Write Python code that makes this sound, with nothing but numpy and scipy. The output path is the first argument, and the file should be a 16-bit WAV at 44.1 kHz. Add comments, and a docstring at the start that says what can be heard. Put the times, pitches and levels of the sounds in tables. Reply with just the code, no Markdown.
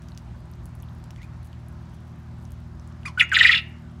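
"""A quail close by in a pen gives a soft note, a sharp chip and a harsh trill.
Each harsh syllable is a high rasp, made by its voice organ shaking chaotically, that drops into a
clean falling whistle; most start with a low tone. The pen rings and nearby surfaces throw it back.
Other quail peck and scuff at damp litter and one peeps, over a distant motor's hum and outdoor air."""
import sys
import numpy as np
from scipy import signal
from scipy.fft import rfft, irfft
from scipy.io import wavfile
from scipy.ndimage import uniform_filter1d

SR = 44100
rng = np.random.default_rng(int(sys.argv[2]) if len(sys.argv) > 2 else 0)


def wav_record(signal):
    """Record a signal, one row per channel, as 16-bit PCM in the file named by sys.argv[1]."""
    frames = np.transpose(np.atleast_2d(signal))
    bounded = np.clip(frames, -1, 1)
    # unit amplitude maps onto the largest positive 16-bit level
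    quanta = np.round(bounded * 32767).astype(np.int16)
    wavfile.write(sys.argv[1], SR, quanta)


N = 4 * SR
TOP_HZ = 16200  # upper edge of the treble

# tones in the motor's hum: f/Hz, start level/dB, end level/dB
MOTOR_TONES = [(58.8, -50, -56), (80, -46.5, -41.5), (118.7, -43, -44.5), (159.1, -48.5, -49),
               (177.3, -57, -57.5), (199, -60, -58), (236, -55, -52), (320, -71.5, -70.5),
               (349.7, -62, -62.5), (596, -70, -69.5)]
# slow dip of the whole hum: t/s, level/dB
MOTOR_DIP = [(0, -0.5), (1.0, -1), (1.6, -1.5), (2.1, -1.5), (2.7, 0), (4, 0)]
# tone color of the outdoor air: f/Hz, level/dB
OUTDOOR_SPECTRUM = [(20, -47.5), (38, -13.5), (58, 4), (80, -2), (110, -3.5), (180, -5), (260, -15),
                    (360, -17), (470, -26.5), (640, -20.5), (1000, -20.5), (1500, -24.5), (2400, -33.5),
                    (4000, -37.5), (6300, -42.5), (10000, -51.5), (16000, -60)]
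# pecks and snaps of litter: t/s, level/dB, ring f/Hz, ring time/s
LITTER_PECKS = [(0.0207, -44.5, 6950, 0.00052), (0.0863, -40, 5600, 0.001), (.1196, -44, 4020, .0018),
                (.149, -48, 5860, 0.0014), (.176, -29, 5630, 0.00069), (.1835, -48, 9500, 0.00072),
                (.515, -45, 11000, .0005), (.537, -48, 5200, 0.0014), (0.6568, -35.5, 10000, 0.00029),
                (0.664, -45, 9000, .0005), (0.753, -44, 10900, 0.00077), (0.8025, -47.5, 6700, .0012),
                (.8245, -41.5, 10800, 0.00088), (.831, -47.5, 3170, 0.0037), (0.8872, -48.5, 3800, 0.0023),
                (1.041, -40, 7900, 0.00038), (1.1069, -32, 3850, .0005), (1.109, -43, 11200, 0.00037),
                (1.1618, -39, 2880, 0.001), (1.2186, -39, 3200, .0005), (1.231, -36, 3380, 0.00055),
                (1.5299, -41, 3820, 0.0011), (1.6846, -42.5, 9900, 0.00036), (2.4528, -41.5, 5630, 0.00049),
                (2.5063, -47, 9500, 0.00066), (2.520, -38, 8600, 0.00044), (2.797, -47.5, 5430, 0.0019),
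                (2.8754, -43.5, 8250, 0.00082), (2.9243, -53, 5150, 0.0015), (3.0325, -41.5, 3020, 0.0011),
                (3.295, -37, 6000, .0004), (3.3755, -25.5, 9800, 0.00059)]
# feet scuffing the litter: middle t/s, half-length/s, level/dB
FOOT_SCUFFS = [(.07, .05, -58), (1.237, .015, -56), (1.453, 0.026, -49.5), (1.95, .015, -53),
               (2.10, .03, -57), (2.42, .03, -57)]
# a farther bird's peep: t/s, f/Hz, level/dB
PEEP_CURVE = [(1.177, 1863, -58), (1.189, 2413, -61), (1.203, 1844, -61), (1.222, 2164, -54),
              (1.245, 2480, -59), (1.254, 2240, -71)]
# its harmonics (tones at 1, 2, 3... times the pitch): level/dB
PEEP_HARMONICS = [0, -16, -16]
# breath in the peep, the soft note and the low tones: f/Hz, level/dB
BREATH_SPECTRUM = [(400, -26.5), (650, -5), (950, -12), (1330, 13.5), (1800, 15.5), (2700, 13.5),
                   (3600, -8.5), (4700, -2), (5800, -11), (6800, -6.5), (7700, -1.5), (8600, -13.5),
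                   (9700, -15), (10700, -15), (12000, -20), (16000, -17.5)]
# the close bird's soft note: t/s, f/Hz, level/dB
SOFT_CURVE = [(3.051, 690, -50), (3.0555, 960, -34.5), (3.060, 1199, -28), (3.069, 1250, -35.5),
              (3.077, 1130, -32), (3.085, 1095, -31), (3.093, 1020, -47), (3.101, 1000, -45),
              (3.105, 966, -66)]
# its harmonics: start level/dB, end level/dB
SOFT_HARMONICS = [(-15.5, -0.5), (1.5, -22.5), (-26, -18), (-17.5, -20.5), (-26, -19), (-23.5, -29.5),
                  (-35.5, -30.5), (-17.5, -40.5), (-43, -27), (-35.5, -48)]
# low tones that lead into the rasps: t/s, length/s, first f/Hz, settled f/Hz, level/dB
LOW_TONES = [(3.173, 0.023, 1410, 1498, -23.5), (3.218, 0.021, 1500, 1423, -28),
             (3.3146, 0.028, 2600, 1501, -17.5), (3.374, .015, 1550, 1500, -20),
             (3.417, 0.0067, 1600, 1780, -17.5), (3.455, 0.017, 1856, 2510, -12.5),
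             (3.500, 0.019, 1880, 2270, -15.5)]
# their harmonics: level/dB
LOW_HARMONICS = [0, -20, -35]
# thin, high overtones: middle t/s, f/Hz, fall/(octaves per s), half-length/s, level/dB
HIGH_SQUEALS = [(3.205, 10630, -2, 0.0086, -44.5), (3.209, 7600, -3.5, 0.0052, -42),
                (3.228, 6630, 1, .0025, -36.5), (3.338, 6860, 11.5, .004, -37.5),
                (3.380, 7020, 10.5, 0.0061, -38), (3.423, 7450, 10, 0.0039, -38),
                (3.465, 7600, 26, .003, -43), (3.476, 4400, 66.5, 0.0021, -23)]
# harsh syllables: the whistle's t/s, f/Hz, fall/(octaves per s), half-length/s, level/dB,
# then the rasp's length/s, f/Hz, level/dB
HARSH_SYLLABLES = [(3.2114, 2242, 80, .0036, -6, 0.017, 3200, -16.5),
                   (3.369, 1915, 65, .0028, -7.5, 0.029, 3350, -19),
                   (3.413, 1892, 28, 0.003, -4.5, .029, 3350, -18),
                   (3.453, 2020, 36.5, 0.005, -6.5, .030, 3300, -17),
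                   (3.4963, 1942, 19.7, 0.0044, -8, .030, 3400, -19),
                   (3.538, 2130, 39.3, 0.007, -15, .029, 3350, -18),
                   (3.565, 2765, 10.36, 0.0054, -20.5, .023, 3300, -19.5),
                   (3.593, 2790, 14, 0.0053, -27.5, .024, 3250, -24.5)]
# rushing air in the rasps and whistles: f/Hz, level/dB
RUSH_SPECTRUM = [(300, -53), (480, -50.5), (640, -10.5), (850, -24), (1100, -19.5), (1400, -4), (2000, 2),
                 (2650, 4.5), (3100, 0), (3700, 3.5), (4300, -9.5), (5100, -7), (5800, -19), (7500, -23),
                 (8400, -31), (11000, -29.5), (12500, -36), (16000, -38.5)]
# how long the yard echoes: f/Hz, time to fade by 60 dB/s
YARD_FADE = [(300, .4), (1500, .44), (2600, .47), (3600, .33), (4800, .28), (6800, 0.16), (12000, .16)]
# echoes off nearby surfaces: delay/s, level/dB
NEAR_ECHOES = [(.00204, -12.5), (.00494, -13), (.00819, -23.5), (0.017, -15), (.0195, -27)]
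# ringing of the pen: f/Hz, level/dB, time to fade by 60 dB/s
PEN_RINGS = [(1310, 15.5, .16), (1515, -2, 0.24), (2137, -0.5, .16), (2350, -7.5, .12), (2605, -7.5, 0.2),
             (2840, 2.5, 0.4), (4900, -2.5, .35)]


def gain(db):
    """Turns decibels into a number to multiply by."""
    return 10 ** (np.asarray(db) / 20)


def unit_rms(x):
    """Scales a signal so that its average strength (rms) is 1."""
    return x / np.sqrt(np.mean(x ** 2) + 1e-20)


def look_up(table, hz):
    """Reads between a table's rows, with frequency spaced by octaves."""
    f, value = np.transpose(table)
    return np.interp(np.log(hz + 1), np.log(f + 1), value)


def add(mix, at, sound):
    """Mixes a sound in, starting `at` seconds."""
    part = mix[round(at * SR):][:len(sound)]
    part += sound[:len(part)]


def wobble(size, hz):
    """A smooth random wiggle, mostly slower than hz."""
    f = np.fft.rfftfreq(N, 1 / SR)
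    return unit_rms(irfft(rfft(rng.standard_normal(N)) / (1 + (f / hz) ** 4), N))[:size]


def noise(spectrum, size=N):
    """Noise with the tone color of a table."""
    color = gain(look_up(spectrum, np.fft.rfftfreq(N, 1 / SR)))
    return unit_rms(irfft(rfft(rng.standard_normal(N)) * color, N))[:size]


def motor():
    """A distant motor hums with several low tones, each wavering in level and pitch."""
    t = np.arange(N) / SR
    hum = np.zeros(N)
    for hz, start_db, end_db in MOTOR_TONES:
        level = gain(np.linspace(start_db, end_db, N) + 1.5 * wobble(N, hz=4))
        hum += level * np.sin(2 * np.pi * (hz * t + rng.random()) + 0.38 * wobble(N, hz=2.2))
    return np.sqrt(2) * hum * gain(np.interp(t, *np.transpose(MOTOR_DIP)))


def outdoor_air(level_db=-45.5, patch_db=1.16):
    """Outdoor rumble and hiss, with patches that drift a little louder and softer."""
    bands = signal.stft(noise(OUTDOOR_SPECTRUM), nperseg=1024)[2]
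    patches = uniform_filter1d(rng.standard_normal(bands.shape), size=24, axis=0)  # smooth over pitch
    patches = unit_rms(uniform_filter1d(patches, size=7, axis=1))  # and over time
    return gain(level_db) * signal.istft(bands * gain(patch_db * patches), nperseg=1024)[1][:N]


def snap(db, hz, ring_s, crack_s=0.00076, size=800):
    """Struck litter gives a crack and four ringing tones, closer in pitch the longer they last."""
    t = np.arange(size) / SR
    pitches = hz + 0.66 / ring_s * rng.standard_normal(4)
    rings = sum(np.sin(2 * np.pi * f * t) for f in pitches) / 3
    band = signal.butter(1, [hz / 1.3, min(hz * 1.3, TOP_HZ)], "band", fs=SR)
    crack = unit_rms(signal.lfilter(*band, rng.standard_normal(size)))
    return gain(db) * (rings * np.exp(-t / ring_s) + gain(-10) * crack * np.exp(-t / crack_s))


def pecking(ticks_per_s=60):
    """Beaks strike the litter, among many faint ticks as it shifts."""
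    out = np.zeros(N)
    for at, db, hz, ring_s in LITTER_PECKS:
        add(out, at, snap(db, hz, ring_s))
    for when, faintness, pitch in rng.random((int(ticks_per_s * N / SR), 3)):
        db = -62 - 2.5 * np.log(faintness + .03)
        add(out, when * N / SR, snap(db, hz=3000 + 9000 * pitch, ring_s=0.00066))
    return out


def scuffing(snaps_per_s=600):
    """Each scuff of a foot is a brief clump of tiny snaps."""
    out = np.zeros(N)
    for middle, half_s, db in FOOT_SCUFFS:
        for when, strength, pitch in rng.random((int(2 * half_s * snaps_per_s), 3)):
            at = max(middle + half_s * (2 * when - 1), 0)
            add(out, at, strength * snap(db, hz=4000 + 8000 * pitch, ring_s=0.00046))
    return out


def voice(hz, harmonics_db):
    """A bird's tone: a stack of harmonics that follows a changing pitch."""
    phase = 2 * np.pi * np.cumsum(hz) / SR
    return np.sqrt(2) * sum(gain(db) * np.sin(k * phase) for k, db in enumerate(harmonics_db, 1))


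def quiet_note(curve, harmonics_db, jitter):
    """A peep or soft note: a slightly shaky tone made husky by breath."""
    times, hz, db = np.transpose(curve)
    t = np.arange(times[0], times[-1], 1 / SR)
    pitch = np.interp(t, times, hz) * (1 + jitter * wobble(len(t), hz=500))
    start_db, end_db = harmonics_db
    tone = voice(pitch, np.linspace(start_db, end_db, len(t)).T)
    breath = gain(-16) * noise(BREATH_SPECTRUM, len(t))
    return times[0], gain(np.interp(t, times, db)) * (tone + breath)


def low_tone(start, length, first_hz, settled_hz, db, settle_s=0.0036, edge_s=0.0056, swell_s=0.048):
    """A low tone settles on its pitch and grows hissy before the voice breaks."""
    t = np.arange(0, length, 1 / SR)
    pitch = settled_hz + (first_hz - settled_hz) * np.exp(-t / settle_s)
    pitch *= 1 + 0.045 * wobble(len(t), hz=710)
    tone = gain(-10.5 * t / length) * voice(pitch, LOW_HARMONICS)
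    hiss = gain(-3.5) * np.minimum(t / swell_s, 1) * noise(BREATH_SPECTRUM, len(t))
    shape = np.sin(np.pi / 2 * np.clip(np.minimum(t, length - t) / edge_s, 0, 1)) ** 2
    return start, gain(db) * shape * (tone + hiss)


def squeal(at, hz, fall, half_s, db):
    """A thin, wavering overtone glides past."""
    t = np.arange(-3 * half_s, 3 * half_s, 1 / SR)
    pitch = hz * 2 ** (-fall * t) * (1 + .032 * wobble(len(t), hz=1200))
    shape = np.exp(-.5 * (t / half_s) ** 2)
    return at + t[0], gain(db) * shape * voice(pitch, harmonics_db=[0])


def rasp(end, length, hz, db, edge_s=0.0043):
    """The voice organ (syrinx), driven high, shakes chaotically with a rush of air."""
    t = np.arange(0, length, 1 / SR)
    arch = .72 + .28 * np.sin(np.pi * (t / length) ** 0.696)  # the pitch rises, then drops
    pitch = hz * arch * (1 + .17 * wobble(len(t), hz=786))
    flutter = 1 + .3 * wobble(len(t), hz=504)
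    tone = flutter * voice(pitch, harmonics_db=[0, -36])
    rush = gain(-6) * noise(RUSH_SPECTRUM, len(t))
    shape = np.clip(t / edge_s, 0, 1) * np.clip((length - t) / (2 * edge_s), 0, 1)
    return end - length, gain(db) * shape * unit_rms(tone + rush)


def whistle(at, hz, fall, half_s, db):
    """The clean falling whistle that ends a syllable: it swells, then shuts off."""
    t = np.arange(-2.5 * half_s, 2 * half_s, 1 / SR)
    pitch = hz * 2 ** (-fall * t) * (1 + 0.017 * wobble(len(t), hz=993))
    flutter = 1 + .12 * wobble(len(t), hz=590)
    tone = flutter * voice(pitch, harmonics_db=[-2.5, -42.5, -39, -44.5])
    rush = gain(-24.5) * noise(RUSH_SPECTRUM, len(t))
    steepness = np.where(t < 0, 2.2, 3.5)
    shape = np.exp(-.5 * abs(t / half_s) ** steepness)
    return at + t[0], gain(db) * shape * (tone + rush)


def quail_calls(cut_hz=540):
    """All the calls together; they hold almost nothing below cut_hz."""
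    out = np.zeros(N)
    for at, hz, fall, half_s, db, rasp_s, rasp_hz, rasp_db in HARSH_SYLLABLES:
        add(out, *whistle(at, hz, fall, half_s, db))
        add(out, *rasp(at, rasp_s, rasp_hz, rasp_db))  # ends at the whistle's peak
    for row in LOW_TONES:
        add(out, *low_tone(*row))
    for row in HIGH_SQUEALS:
        add(out, *squeal(*row))
    add(out, *quiet_note(SOFT_CURVE, np.transpose(SOFT_HARMONICS), jitter=.022))
    add(out, *quiet_note(PEEP_CURVE, (PEEP_HARMONICS, PEEP_HARMONICS), jitter=.029))
    return signal.sosfilt(signal.butter(6, cut_hz, "high", fs=SR, output="sos"), out)


def pen_echoes(sound, delay_s=.005, scatter_s=0.084):
    """Sound bounces, scatters and rings inside the pen, and the yard adds a faint tail."""
    t = np.arange(SR) / SR
    drop = np.log(1000)  # exp(-drop) is 60 dB down
    scatter, tail = rng.standard_normal((2, SR))
    scatter *= (t > delay_s) * np.exp(-drop * t / scatter_s)
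    hz, times, bands = signal.stft(tail * (t > 2 * delay_s), SR, nperseg=256)
    bands *= np.exp(-drop * times / look_up(YARD_FADE, hz)[:, None])
    tail = signal.istft(bands, SR, nperseg=256)[1][:SR]
    response = gain(-9.5) * scatter / np.linalg.norm(scatter) + gain(-24) * tail / np.linalg.norm(tail)
    for delay, db in NEAR_ECHOES:
        response[round(delay * SR)] += gain(db)
    for ring_hz, db, fade_s in PEN_RINGS:
        decay = drop / fade_s
        ring = np.exp(-decay * t) * np.cos(2 * np.pi * ring_hz * t)
        response += gain(db) * 2 * decay / SR * ring
    return signal.fftconvolve(sound, response)[:N]


def scene():
    """Quail call and feed in the pen, over the motor and the outdoor air."""
    calls = quail_calls()
    litter = pecking() + scuffing()
    echoes = pen_echoes(calls + gain(-4.5) * litter)
    return (calls + litter + echoes + motor() + outdoor_air())[None]


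def record(dry):
    """Cuts off the very highest treble."""
    low_pass = signal.firwin(511, TOP_HZ, window=("kaiser", 9), fs=SR)
    return signal.oaconvolve(dry, low_pass[None], "same")


dry = scene()
out = record(dry)
wav_record(out)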